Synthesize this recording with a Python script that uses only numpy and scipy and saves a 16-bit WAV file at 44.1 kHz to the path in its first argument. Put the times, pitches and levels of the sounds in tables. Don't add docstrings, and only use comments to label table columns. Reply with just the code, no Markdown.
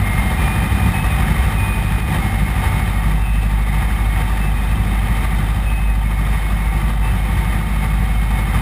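import sys
import numpy as np
from scipy import signal
from scipy.fft import rfft, irfft, next_fast_len
from scipy.io import wavfile

SR = 44100
rng = np.random.default_rng(int(sys.argv[2]) if len(sys.argv) > 2 else 0)


def to_wav(s):
    ch = np.atleast_2d(s).T
    pcm = np.round(np.clip(ch, -1, 1) * 32767)
    wavfile.write(sys.argv[1], SR, pcm.astype(np.int16))


N = 379701
TIME = np.arange(N) / SR
FREQ = np.arange(N // 2 + 1) * SR / N

# time in seconds, level in dB about its usual strength.
AIRFLOW = [(0, 1.9), (.5, 3.5), (1.42, 3), (1.9, 0.9), (2.2, 2), (2.45, 1), (2.87, 1.8), (2.97, -0.5),
           (3.38, -3), (3.8, -0.2), (4.55, -.5), (5.15, 0.2), (5.55, 0), (5.95, -4.5), (6.32, -0.75),
           (7.7, 0.2), (8.25, -1.5), (8.61, 1.5)]
# centre in seconds, length in seconds, hiss change in dB, buffeting change in dB.
GUSTS = [(0.445, .05, 2, 3.5), (0.882, 0.054, 0.5, 3.5), (1.09, 0.033, -0.5, -11), (2.044, 0.066, -3, 0),
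         (2.143, 0.073, 4, 2.5), (2.669, .06, 3.5, 2.5), (3.086, 0.12, 2, 4.5), (3.81, 0.054, 3, 1),
         (4.182, .07, 3.5, 1.5), (5.17, 0.027, 2, 5), (6.34, .06, 3, 3), (6.99, 0.095, -4.5, -8),
         (8.389, 0.079, .5, 2.5), (8.547, 0.049, 1, 1)]
# frequency in Hz, relative spectral density in dB per Hz.
BUFFET_SPECTRUM = [(12, -30), (22, -28), (32, -28), (46, -8.5), (60, 3), (80, -0.5), (115, -4.5),
                   (160, -2.5), (230, -9), (262, -17.5), (350, -18), (480, -29.5), (800, -46)]
# frequency in Hz, relative spectral density in dB per Hz.
HISS_SPECTRUM = [(200, -21), (500, 0), (700, -4), (1050, -2), (1420, -3), (1700, 1), (2300, -1),
                 (2600, -0.5), (2780, -8), (3350, -11.5), (4100, -16), (5500, -17), (5900, -28),
                 (7000, -52)]
# centre in Hz, width in Hz, lift in dB.
PANELS = [(763, 133, 12), (896.8, 40, 12), (1197, 220, 8.5), (1884, 82, 6.5), (2048, 94, 6),
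          (3092, 73, 10.5), (3665, 354, 10)]
SURGES = [(.24, 0.31), (.47, 0.2), (0.751, 0.21), (.97, 0.5)]
# start in seconds, end in seconds, mid pitch in Hz, glide in Hz per second,
# pitch flutter in Hz, mean level in dB.
WHISTLES = [ (0.03, 0.36, 2126, -9, 3.9, -31), (0.383, 0.582, 2420, 272, 12.4, -32.5),
            (0.596, 0.91, 2450, 29.5, 14.7, -35), (0.934, 1.069, 2570, 220.5, 16, -33),
            (1.091, 1.18, 2482, -54, 11.3, -31.5), (1.20, 1.51, 2169, 20, 7.4, -37),
            (1.57, 1.781, 2480, -89.5, 11.9, -31.5), (1.802, 2.151, 2472, -29.5, 15, -39.5),
            (2.20, 2.801, 2168, 29, 5.4, -35), (2.80, 3.14, 2181, 9.5, 4.6, -39),
            (3.209, 3.47, 2663, -71.5, 13, -40), (3.24, 3.457, 2536, -38, 9.3, -39),
            (3.55, 4.241, 2183, -9.5, 4.9, -38.5), (4.411, 4.489, 2632, 102, 11.5, -36),
            (4.544, 4.725, 2495, 121, 15.5, -39.5), (4.68, 4.81, 2645, -63, 14.3, -41.5),
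            (4.84, 5.348, 2184, 1.5, 6.3, -40), (5.65, 5.93, 2545, -50.5, 13, -36),
            (5.63, 5.92, 2665, -62, 18, -46), (6.04, 6.80, 2182, 0.5, 4.7, -38.5),
            (7.02, 7.12, 2635, -200, 16, -40), (7.17, 8.607, 2181, -6.5, 3.78, -38.5), ]
# place in the cycle from 0 to 1, panel resonance in Hz,
# base width in Hz (each filter pass is 1.25 times as wide), level in dB before the common offset and the airflow.
KNOCKS = [(.70, 771, 56, -43.5), (1, 1180, 89, -44.5), (.22, 1910, 270, -50), (.46, 1313, 190, -52),
          (.73, 3130, 110, -50)]
# time in seconds, shaft turns per second in Hz.
SHAFT_SPEED = [(0.0, 24.81), (0.5, 24.9), (1.0, 24.86), (1.5, 25.09), (2.0, 24.98), (2.5, 25.12),
               (3.0, 25.18), (3.5, 25.45), (4.0, 25.47), (4.4, 25.25), (4.8, 25.24), (5.5, 25.49),
               (6.2, 25.43), (7.2, 25.38), (8.0, 25.55), (8.61, 25.24)]
# multiple of shaft speed, relative peak level in dB
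# before the engine picks up, relative peak level in dB after.
ORDERS = [(1.0, -46, -51), (1.5, -37, -44), (2.5, -23.5, -30.5), (3.0, -36, -45), (3.5, -30.5, -35),
          (4.0, -23, -28), (4.5, -48, -41.5), (5.5, -56, -40.5), (6.0, -33, -32.5), (6.5, -45, -42.5),
          (7.0, -52, -43.5), (7.5, -44, -46), (8.0, -34.5, -37.5), (9.0, -43, -44), (9.5, -44, -49.5),
          (11.0, -47, -52.5)]
# centre in seconds, length in seconds, change in dB.
BLADE_DIPS = [(.78, 0.35, -9), (2.089, 0.12, -14)]

HISS_DB, BUFFET_DB, KNOCK_DB = -29, -23, -0.5
BUFFET_GROWTH = 1.14
GUST_RATE_HZ, HISS_GUST_DB, BUFFET_GUST_DB = 16, 0.5, 0.8
PICK_UP_S, PICK_UP_LENGTH_S = 2.93, 0.11
BLADE_DB, BLADE_PICK_UP_DB = -20, 3
BLADE_LOSS = 0.38
HOLD_HZ, TOP_HZ = 12000, 15300


def amp(db):
    return 10 ** (np.asarray(db) / 20)


def unit(x):
    return x / np.sqrt(np.mean(x ** 2))


def curves(rows):
    times, *columns = np.transpose(rows)
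    return [np.interp(TIME, times, column) for column in columns]


def swell(centre, length):
    return np.exp(-(2 * (TIME - centre) / length) ** 2)


def walk(rate):
    size = next_fast_len(N, real=True)
    hz = np.arange(size // 2 + 1) * SR / size
    spectrum = rfft(rng.standard_normal(size)) * np.exp(-(hz / rate) ** 2)
    return unit(irfft(spectrum, size)[:N])


def noise(spectrum, resonances=()):
    hz, db = np.transpose(spectrum)
    shape = np.interp(np.log(FREQ + 1), np.log(hz), db)
    for centre, width, lift in resonances:
        shape = shape + lift / (1 + (2 * (FREQ - centre) / width) ** 2)
    return unit(irfft(rfft(rng.standard_normal(N)) * amp(shape), N))


def ring(x, hz, width):
    b, a = signal.iirpeak(hz, hz / width, fs=SR)
    once = signal.lfilter(b, a, x)
    return signal.lfilter(b, a, once)


def airflow():
    hiss_db = curves(AIRFLOW)[0] + HISS_GUST_DB * walk(GUST_RATE_HZ)
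    buffet_db = BUFFET_GROWTH * hiss_db + BUFFET_GUST_DB * walk(GUST_RATE_HZ)
    for centre, length, gust_hiss_db, gust_buffet_db in GUSTS:
        gust = swell(centre, length)
        hiss_db = hiss_db + gust_hiss_db * gust
        buffet_db = buffet_db + gust_buffet_db * gust
    return hiss_db, buffet_db


def surging(cycle, width=0.09, uneven=0.37):
    swells = 0
    for place, height in SURGES:
        distance = (cycle - place + 0.5) % 1 - 0.5
        swells = swells + height * np.exp(-(distance / width) ** 2)
    return unit(1 + swells * (1 + uneven * walk(23)))


def buffeting(buffet_db, surge):
    return amp(BUFFET_DB + buffet_db) * surge ** 0.88 * noise(BUFFET_SPECTRUM)


def hiss(hiss_db, surge):
    return amp(HISS_DB + hiss_db) * surge * noise(HISS_SPECTRUM, PANELS)


def whistle(attack_s=0.03, release_s=0.09, sag_db=0.5, shake_db=2.0):
    shake, out = walk(55.0), 0
    for start, end, hz, glide, flutter, db in WHISTLES:
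        fade = np.minimum((TIME - start) / attack_s, (end - TIME) / release_s)
        gate = np.clip(fade + 0.5, 0, 1)
        from_middle = np.clip(TIME, start, end) - (start + end) / 2
        pitch = hz + glide * from_middle + flutter * shake
        size = gate * amp(db - sag_db * from_middle / (end - start))
        out = out + size * np.sin(2 * np.pi * np.cumsum(pitch) / SR)
    return np.sqrt(2) * amp(shake_db * walk(25)) * out


def knocks(cycle, scatter_db=1.5, jitter_s=0.00009):
    out = 0
    for place, hz, width, db in KNOCKS:
        times = np.interp(np.arange(int(cycle[-1])) + place, cycle, TIME)
        late, size = rng.standard_normal((len(times), 2)).T
        samples = np.clip((times + jitter_s * late) * SR, 0, N - 1).astype(int)
        blows = np.zeros(N)
        blows[samples] = amp(scatter_db * size)
        out = out + amp(db) * unit(ring(blows, hz, 1.25 * width))
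    return out


def drone(turns, blade_waver_db=0.5, tones_db=2.0, waver_db=1.5, slip=0.16):
    picked_up = np.clip((TIME - PICK_UP_S) / PICK_UP_LENGTH_S + 0.5, 0, 1)
    main_db = BLADE_DB + BLADE_PICK_UP_DB * picked_up
    main_db = main_db - BLADE_LOSS * curves(AIRFLOW)[0]
    main_db = main_db + blade_waver_db * walk(8.2)
    for centre, length, db in BLADE_DIPS:
        main_db = main_db + db * swell(centre, length)
    out = np.sqrt(2) * amp(main_db) * np.sin(2 * np.pi * 2 * turns)
    for order, before_db, after_db in ORDERS:
        db = before_db + (after_db - before_db) * picked_up
        db = db + tones_db + waver_db * walk(7.3)
        half_order = np.round(2 * order) / 2
        phase = 2 * np.pi * (half_order * turns + rng.random()) + slip * walk(4.6)
        out = out + amp(db) * np.sin(phase)
    return out


def scene():
    turns = np.cumsum(curves(SHAFT_SPEED)[0]) / SR
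    cycle = turns / 2
    hiss_db, buffet_db = airflow()
    surge = surging(cycle)
    wind = buffeting(buffet_db, surge) + hiss(hiss_db, surge)
    clatter = amp(KNOCK_DB + hiss_db) * knocks(cycle)
    cabin = wind + whistle() + clatter + drone(turns)
    return np.array([cabin, cabin])


def record(dry):
    slow = signal.resample_poly(dry, HOLD_HZ, SR, axis=1)
    stepped = np.repeat(slow, 4, axis=1)
    held = signal.resample_poly(stepped, SR, 4 * HOLD_HZ, axis=1)[:, :N]
    low_pass = signal.ellip(10, 0.2, 80, TOP_HZ, fs=SR, output="sos")
    return signal.sosfilt(low_pass, held)


dry = scene()
out = record(dry)
to_wav(out)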